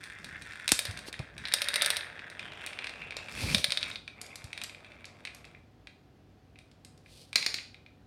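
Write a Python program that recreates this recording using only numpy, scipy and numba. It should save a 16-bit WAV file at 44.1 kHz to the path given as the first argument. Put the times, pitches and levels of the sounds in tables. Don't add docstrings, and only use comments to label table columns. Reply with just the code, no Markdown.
import sys
import numpy as np
from scipy import signal
from scipy.fft import rfft, irfft, next_fast_len
from scipy.io import wavfile
from numba import njit

SR = 44100
rng = np.random.default_rng(int(sys.argv[2]) if len(sys.argv) > 2 else 0)


def materialize(psi):
    bounded = np.clip(np.atleast_2d(psi).T, -1, 1)
    quanta = np.round(bounded * 32767).astype(np.int16)
    wavfile.write(sys.argv[1], SR, quanta)


N = 355446
TIME = np.arange(N) / SR

# t/s, level/dB, treble slope/(dB/octave)
TUBE_HITS = [(0.7911, 7, 7), (0.8529, 2.5, 2.5), (0.8693, -3.5, -4), (1.4536, 5.5, -13.5),
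             (1.4733, -6, -3.5), (1.4845, -2.5, -2.5), (1.5225, 3.5, -6), (1.5384, 13.5, 5),
             (1.5856, 1, -16.5), (1.6185, 9, 2.5), (1.6432, -1, 0), (1.6859, 6.5, 3), (1.7406, 5.5, 2.5),
             (1.7585, 8.5, 4), (1.8119, 11, -55.5), (1.8205, 10.5, 5), (1.8466, 6, -2), (1.8609, 8, 6.5),
             (1.9036, 9, 5.5), (1.9617, 1, -18), (1.9683, 5, 3.5), (2.0081, -0.5, -22),
             (3.5466, 17.5, -3.5), (3.5825, 4.5, -1), (3.6431, 14.5, -0.5), (3.7053, 4, -4),
             (3.7208, 12.5, -5), (3.7734, 11.5, -8.5), (3.8158, -3.5, -13), (3.829, 8.5, -10),
             (3.9133, -1.5, -21), (3.9576, 1.5, -12)]
# f/Hz, level/dB
TUBE_SPECTRUM = [(250, -34), (580, -16), (900, -21), (1700, -11), (2400, -4.5), (2900, -9), (3700, -3.5),
                 (5000, -6), (6200, -17), (7500, -24), (8900, -8.5), (11000, -23.5), (14000, -27.5),
                 (16000, -44.5)]
# f/Hz, T60/s, gain at resonance/dB
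TUBE_MODES = [(569, .32, 14), (615, .2, 2), (1255, .1, -8), (1660, .12, -3), (3760, .008, -2)]
def tube_drops():
    blows = impacts(TUBE_HITS, TUBE_SPECTRUM, pivot_hz=3700, bass_slope=0, room_db=-2,
                    spread_s=0.0011, ring_db=-2.5, ring_t60=0.031)
    return with_modes(blows, TUBE_MODES)


# t/s, level/dB, treble slope/(dB/octave)
BOWL_HITS = [(0.0386, -14, 10), (0.2447, -10, 9), (0.4213, -11.5, 8), (0.5219, -14, 4), (0.6789, 5, 10),
             (0.691, 4.5, 9), (0.9108, -8.5, 8), (0.9739, -7, 7), (0.9905, -12.5, 9.5), (1.1278, -7, 7.5),
             (1.1409, -0.5, -8), (1.1921, -7.5, 5.5), (1.3801, -9, 6.5), (2.1927, -5, -3.5),
             (2.3001, -15.5, 8.5), (2.394, -2, 1), (2.5198, -4.5, -7), (2.6634, -9.5, 12.5),
             (2.6711, 0, -6), (2.7314, -4.5, -1), (2.789, 2, -2), (2.8303, -11, -15), (2.843, 1, 0.5),
             (2.8699, 0.5, 1), (2.8942, -5, 3), (3.0186, -3, -8.5), (3.1074, -3, 0), (3.1226, -3, -6),
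             (3.2844, -3.5, -7), (4.0781, -3.5, -0.5), (4.5301, -3.5, 3), (4.5767, -2.5, 3.5),
             (4.6156, -2, 4.5), (4.6954, -10.5, 3), (4.7471, -8, -9), (4.8461, -13, -1), (4.9188, -15, -2),
             (5.0433, -9, -3.5), (5.2515, -2, 3.5), (5.2724, -0.5, -4.5), (5.4439, -12.5, -5),
             (5.5478, -14.5, -12), (5.8713, -9, 0), (6.5577, -21, -4.5), (6.5885, -20, 6.5),
             (7.0603, -19, -8.5), (7.33, -4.5, 5), (7.7441, -12.5, -2), (7.8627, -16, -4)]
# f/Hz, level/dB
BOWL_SPECTRUM = [(250, -27.5), (600, -6), (1100, -9.5), (1700, -6.5), (2300, -3.5), (3000, -10.5),
                 (3800, -5.5), (5200, -16.5), (7200, -28), (8800, -21.5), (11500, -40), (16000, -53.5)]
# f/Hz, T60/s, gain at resonance/dB
BOWL_MODES = [(1685, 0.07, 5.5), (2074, 0.1, 2.5), (2460, 0.0083, 6)]
def bowl_knocks():
    blows = impacts(BOWL_HITS, BOWL_SPECTRUM, pivot_hz=2360, bass_slope=5.7, room_db=0,
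                    spread_s=0.0017, ring_db=-4, ring_t60=0.03)
    return with_modes(blows, BOWL_MODES)


# t/s, level/dB, treble slope/(dB/octave)
GLASS_HITS = [(0.7188, 8, 2), (3.1677, -8, -6), (4.2149, -18.5, 5), (4.2642, -22.5, -2),
              (4.3572, -15.5, 0.5), (4.4422, -23.5, 1), (4.6374, -13, 2), (4.6436, -9.5, -13),
              (5.0546, -19.5, -4), (5.3478, -26.5, 3.5), (5.4519, -26, -6), (6.7149, -33, -7),
              (6.8488, -26.5, 2), (6.9771, -37, -0.5)]
# f/Hz, level/dB
GLASS_SPECTRUM = [(250, -23.5), (900, -16), (2200, -2), (3500, 1), (4800, 6), (6100, -1.5), (8200, 1),
                  (9700, -4.5), (11500, -7.5), (13500, -24), (16000, -36)]
# f/Hz, T60/s, gain at resonance/dB
TOWER_MODES = [(570, .45, 6), (8090, .025, -13), (11800, .002, -4)]
def glass_clicks():
    blows = impacts(GLASS_HITS, GLASS_SPECTRUM, pivot_hz=3400, bass_slope=-3.5, room_db=-1,
                    spread_s=0.0006, ring_db=-1.5, ring_t60=0.028)
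    return with_modes(blows, TOWER_MODES)


# t/s, level/dB, treble slope/(dB/octave)
SPOUT_HITS = [(7.3573, 14.8, 4), (7.4258, 4.2, -2.5), (7.4631, 9.3, 3), (7.5419, 3.3, 3.5),
              (7.5851, 0.5, -29)]
# f/Hz, level/dB
SPOUT_SPECTRUM = [(250, -19.5), (800, -24), (1500, -14), (2300, 0), (3100, -10), (4200, 1.5), (5300, -5.5),
                  (6200, -13.5), (7000, -14), (7800, -21.5), (8700, -18), (11500, -31), (14000, -32),
                  (16000, -41)]
def spout_fall():
    return impacts(SPOUT_HITS, SPOUT_SPECTRUM, pivot_hz=3450, bass_slope=0.19, room_db=2.6,
                   spread_s=0.0025, ring_db=-3.5, ring_t60=0.028)


def impacts(hits, spectrum, pivot_hz, bass_slope, room_db, spread_s, ring_db, ring_t60, size=4096):
    hard_slope, hard_bass_slope = 3, 2.3
    near_dryness = 0.12
    direct, to_room = np.zeros(N), np.zeros(N)
    t, hz = np.arange(size) / SR, np.fft.rfftfreq(size, 1 / SR)
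    octave = np.log2(np.maximum(hz, 300) / pivot_hz)
    below, above = np.minimum(octave, 0), np.maximum(octave, 0)
    lead = 64
    taper = signal.windows.tukey(size, 2 * lead / size)
    body_db = along(hz, spectrum) - 10 * np.log10(1 + (170 / (hz + 1)) ** 4)
    for start, db, treble_slope in hits:
        crack_noise, ring_noise = rng.standard_normal((2, size))
        crack = rfft(crack_noise * np.exp(-(t / spread_s) ** 2))
        crack /= np.abs(crack) ** .7
        crack /= np.sqrt(np.mean(np.abs(crack) ** 2))
        ring = ring_noise * fade(t, ring_t60) * (1 - np.exp(-t / spread_s))
        ring = rfft(ring) * undb(ring_db) / np.linalg.norm(ring)
        low_slope = bass_slope - hard_bass_slope * np.tanh(treble_slope / hard_slope)
        response = minimum_phase(db + body_db + low_slope * below + treble_slope * above)
        blow = np.roll(irfft((crack + ring) * response), lead) * taper
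        add(direct, start - lead / SR, blow)
        add(to_room, start - lead / SR, blow * undb(room_db - near_dryness * db))
    return np.array([direct, to_room])


def with_modes(blows, modes, size=16384):
    t = np.arange(size) / SR
    response = 0
    for hz, t60, db in modes:
        decay = fade(t, t60)
        response += 2 * undb(db) * decay / decay.sum() * np.cos(2 * np.pi * hz * t)
    return blows + signal.fftconvolve(blows, response[None], axes=1)[:, :N]


# start/s, end/s, level/dB, level change/(dB/s), relative grit/dB, relative rumble/dB
ROLLS = [(-0.05, 0.667, -53.5, 3.5, -11, -15), (0.8, 1.3, -48.5, -20, -22.5, -10.5),
         (1.32, 1.924, -53, 26, -16, -13.5), (1.946, 2.353, -50, 1, -22.5, -9.5),
         (2.368, 3.26, -47.5, -5, -18.5, -8.5), (3.229, 3.518, -52, 42, -8, -10),
         (3.6, 3.916, -51, 8.5, -6, -8.5), (4.114, 5.56, -57, -5, -16, -4.5)]
# f/Hz, level/dB
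SHELL_SPECTRUM = [(700, -19), (1200, -8.5), (1700, -4.5), (2400, -0.5), (3000, -7), (3800, -11.5),
                  (5000, -36), (12000, -60)]
GRIT_SPECTRUM = [(2500, -31.5), (4200, -5.5), (5200, 0), (6200, -8), (7500, -10), (8800, -8), (11000, -16),
                 (16000, -31.5)]
RUMBLE_SPECTRUM = [(120, -25.5), (280, -5), (480, -2), (700, 1), (950, -7), (1300, -5), (2200, -40),
                   (12000, -58.5)]
def rolling():
    shell_gain = grit_gain = rumble_gain = 0
    for start, end, db, db_per_s, grit_db, rumble_db in ROLLS:
        gain = undb(db) * roll_envelope(start, end, db_per_s)
        shell_gain += gain
        grit_gain += gain * undb(grit_db)
        rumble_gain += undb(db + rumble_db) * roll_envelope(start, end, db_per_s / 2)
    patter = smear(grains(per_s=890, scatter_db=4.5) * undb(3.2 * wander(22)), t60=0.016)
    centre_hz, width_hz = track_resonance()
    hops = smear(grains(per_s=70, scatter_db=2.2), t60=.005)
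    contacts = unit(patter) + undb(-4.5) * unit(hops)
    singing = resonator(resonator(contacts, centre_hz, width_hz), centre_hz, width_hz)
    singing = unit(singing * undb(1.3 * wander(10)))
    shell = undb(-4) * (singing + tint(patter, SHELL_SPECTRUM)) + undb(-3.5) * tint(hops, SHELL_SPECTRUM)
    spurts = smear(grains(per_s=300, scatter_db=-1), t60=0.0014) * undb(2.7 * wander(37))
    grit = tint(unit(spurts) + unit(hops), GRIT_SPECTRUM)
    rumble = tint(grains(per_s=3500, scatter_db=2.5), RUMBLE_SPECTRUM)
    return shell * shell_gain + grit * grit_gain + rumble * rumble_gain


def track_resonance():
    upper_bowl_hz, ramp_hz, lower_bowl_hz = 1740, 2960, 2340
    ramp_start_s, settle_s = 2.38, 0.73
    in_upper_bowl = TIME < ramp_start_s
    on_ramp = np.exp(-((TIME - ramp_start_s) / settle_s) ** 2)
    track_hz = np.where(in_upper_bowl, upper_bowl_hz, lower_bowl_hz + (ramp_hz - lower_bowl_hz) * on_ramp)
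    centre_hz = track_hz * np.exp(.04 * wander(110))
    width_hz = np.where(in_upper_bowl, 720., 560.)
    return centre_hz, width_hz


def roll_envelope(start, end, db_per_s, attack_s=0.074, stop_t60=0.24):
    onset = np.clip((TIME - start) / attack_s, 0, 1)
    speed_gain = undb(db_per_s * (np.clip(TIME, start, end) - start))
    return onset * speed_gain * fade(np.maximum(TIME - end, 0), stop_t60)


def smear(x, t60, size=512):
    response = rfft(rng.standard_normal(size) * fade(np.arange(size) / SR, t60), 4 * size)
    flattened = irfft(response / np.abs(response) ** .5)[:size]
    return signal.fftconvolve(x, flattened)[:N]


# middle/s, level/dB, half length/s
RUBS = [(.33, -52.5, 0.16), (.97, -51.5, 0.11), (1.22, -50, 0.035), (1.39, -49, 0.062), (2.45, -55, .06),
        (3.1, -57.5, 0.17), (3.48, -35.5, 0.1), (3.9, -57, 0.13)]
# f/Hz, level/dB
RUB_SPECTRUM = [(25, -29), (55, -1.5), (100, -1.5), (220, -4.5), (350, -16), (600, -23), (1200, -28),
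                (12000, -66)]
def rubbing():
    return tint(grains(per_s=980, scatter_db=3), RUB_SPECTRUM) * strokes(RUBS)


# middle/s, level/dB, half length/s
SWISHES = [(1.08, -47, 0.018), (3.5, -39, 0.12), (7.19, -56, 0.094)]
# f/Hz, level/dB
SWISH_SPECTRUM = [(200, -35), (500, -3.5), (900, -22.5), (1600, -29), (2500, -11), (4500, -5.5),
                  (7000, -18), (9000, -13), (12000, -21.5), (16000, -36)]
def cloth_swish():
    hiss = tint(grains(per_s=4600, scatter_db=2.5), SWISH_SPECTRUM)
    return hiss * strokes(SWISHES) * undb(1.6 * wander(60))


# t/s, peak
# level/dB, f/Hz, length/s, scuff level/dB
BUMPS = [(0.719, -22.5, 250, .0038, -22.5), (0.721, -26, 104, 0.0085, -32), (0.88, -31.5, 97, 0.036, -54),
         (1.083, -37, 330, 0.0056, -43), (1.194, -28.5, 130, 0.017, -43), (3.167, -33.5, 191, 0.0032, -33),
         (3.430, -26.5, 102, 0.025, -40), (3.539, -28, 210, 0.025, -40.5), (3.560, -35, 92, 0.024, -61),
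         (3.682, -36, 130, 0.0095, -72), (4.441, -35, 102.5, 0.014, -70)]
# f/Hz, level/dB
SCUFF_SPECTRUM = [(120, -27.5), (300, -6), (550, -5), (1000, -11), (2200, -16.5), (12000, -57)]
def case_bumps():
    bumps, t = np.zeros(N), TIME[:SR // 4]
    noise = tint(rng.standard_normal(N), SCUFF_SPECTRUM)
    for start, db, hz, length, scuff_db in BUMPS:
        swell = (2 * np.e * t / length * np.exp(-2 * t / length)) ** 4
        thump = undb(db) * np.sin(2 * np.pi * hz * t)
        scuff = undb(scuff_db) * np.roll(noise, -int(start * SR))[:len(t)]
        add(bumps, start - length / 10, swell * (thump + scuff))
    return bumps


# f/Hz, T60/s, level/dB
ROOM_BANDS = [(150, .3, -30.5), (600, 0.62, -2.5), (1960, 0.33, -7), (4600, 0.4, -6), (9000, 0.38, -8),
              (16000, .25, -15.5)]
def reverberation(x, first_s, build_s, size=32768):
    t, hz = np.arange(size) / SR, np.fft.rfftfreq(size, 1 / SR)
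    noise = rfft(rng.standard_normal(size))
    onset = 1 - np.exp(-np.maximum(t - first_s, 0) / build_s)
    centres_hz = np.array(ROOM_BANDS)[:, 0]
    response = 0
    for (_, t60, db), weights in zip(ROOM_BANDS, np.eye(len(ROOM_BANDS))):
        band = irfft(noise * along(hz, np.c_[centres_hz, weights]))
        envelope = onset * fade(t, t60)
        response += undb(db) * band * envelope / np.linalg.norm(envelope)
    return signal.fftconvolve(x, response)[:N]


# f/Hz, rms level/dB
HUM_PARTIALS = [(97.5, -66), (143, -71), (247, -74), (290, -76), (398, -83), (745, -78.5)]
# f/Hz, level/dB
AMBIENT_SPECTRUM = [(22, -52.5), (33, -27.5), (55, -3.5), (100, -9.5), (180, -9), (330, -14), (500, -18.5),
                    (660, -21), (755, -19.5), (880, -26), (2000, -31), (4500, -36.5), (8000, -48),
                    (16000, -52.5)]
def room_hum(noise_db=-60):
    hum = sum(undb(db) * np.sqrt(2) * np.sin(2 * np.pi * hz * TIME + 0.96 * wander(8.3))
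              for hz, db in HUM_PARTIALS)
    return hum + undb(noise_db) * tint(rng.standard_normal(N), AMBIENT_SPECTRUM)


def strokes(rows):
    return sum(undb(db) * np.exp(-((TIME - middle) / half) ** 2) for middle, db, half in rows)


def grains(per_s, scatter_db):
    occurs = rng.random(N) < per_s / SR
    size_db = scatter_db * np.minimum(rng.exponential(size=N), 4)
    return occurs * undb(size_db) * rng.choice([-1, 1], N)


def wander(per_s):
    knots = rng.standard_normal(2048)
    return unit(np.interp(TIME * per_s, np.arange(len(knots)), knots))


@njit
def resonator(x, hz, width_hz):
    y, band, low = np.empty(len(x)), 0., 0.
    for i in range(len(x)):
        tuning, damping = np.tan(np.pi * hz[i] / SR), width_hz[i] / hz[i]
        velocity = (band + tuning * (x[i] - low)) / (1 + tuning * (tuning + damping))
        band = 2 * velocity - band
        low += 2 * tuning * velocity
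        y[i] = damping * velocity
    return y


def minimum_phase(db):
    cepstrum = irfft(np.log(undb(db)))
    half = len(cepstrum) // 2
    cepstrum[1:half] *= 2
    cepstrum[half + 1:] = 0
    return np.exp(rfft(cepstrum))


def tint(x, spectrum):
    size = next_fast_len(N)
    gain = undb(along(np.fft.rfftfreq(size, 1 / SR), spectrum))
    return unit(irfft(rfft(x, size) * gain, size)[:N])


def along(hz, rows):
    rows = np.array(rows)
    return np.interp(np.log(hz + 1), np.log(rows[:, 0]), rows[:, 1])


def add(out, start_s, x):
    i = max(int(start_s * SR), 0)
    out[i:i + len(x)] += x[:max(N - i, 0)]


def fade(t, t60):
    return np.exp(-np.log(1000) * t / t60)


def undb(db):
    return 10 ** (np.asarray(db) / 20)


def unit(x):
    return x / np.sqrt(np.mean(x ** 2))


def scene():
    direct, to_room = tube_drops() + bowl_knocks() + glass_clicks() + spout_fall() + rolling()
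    reflections = reverberation(to_room, first_s=0.0051, build_s=0.002)
    handling = rubbing() + cloth_swish() + case_bumps()
    return (direct + reflections + handling + room_hum())[None]


def record(dry):
    thinned = signal.sosfilt(signal.butter(4, 42, "highpass", fs=SR, output="sos"), dry)
    return signal.sosfilt(signal.ellip(8, .2, 70, 16000, fs=SR, output="sos"), thinned)


dry = scene()
out = record(dry)
materialize(out)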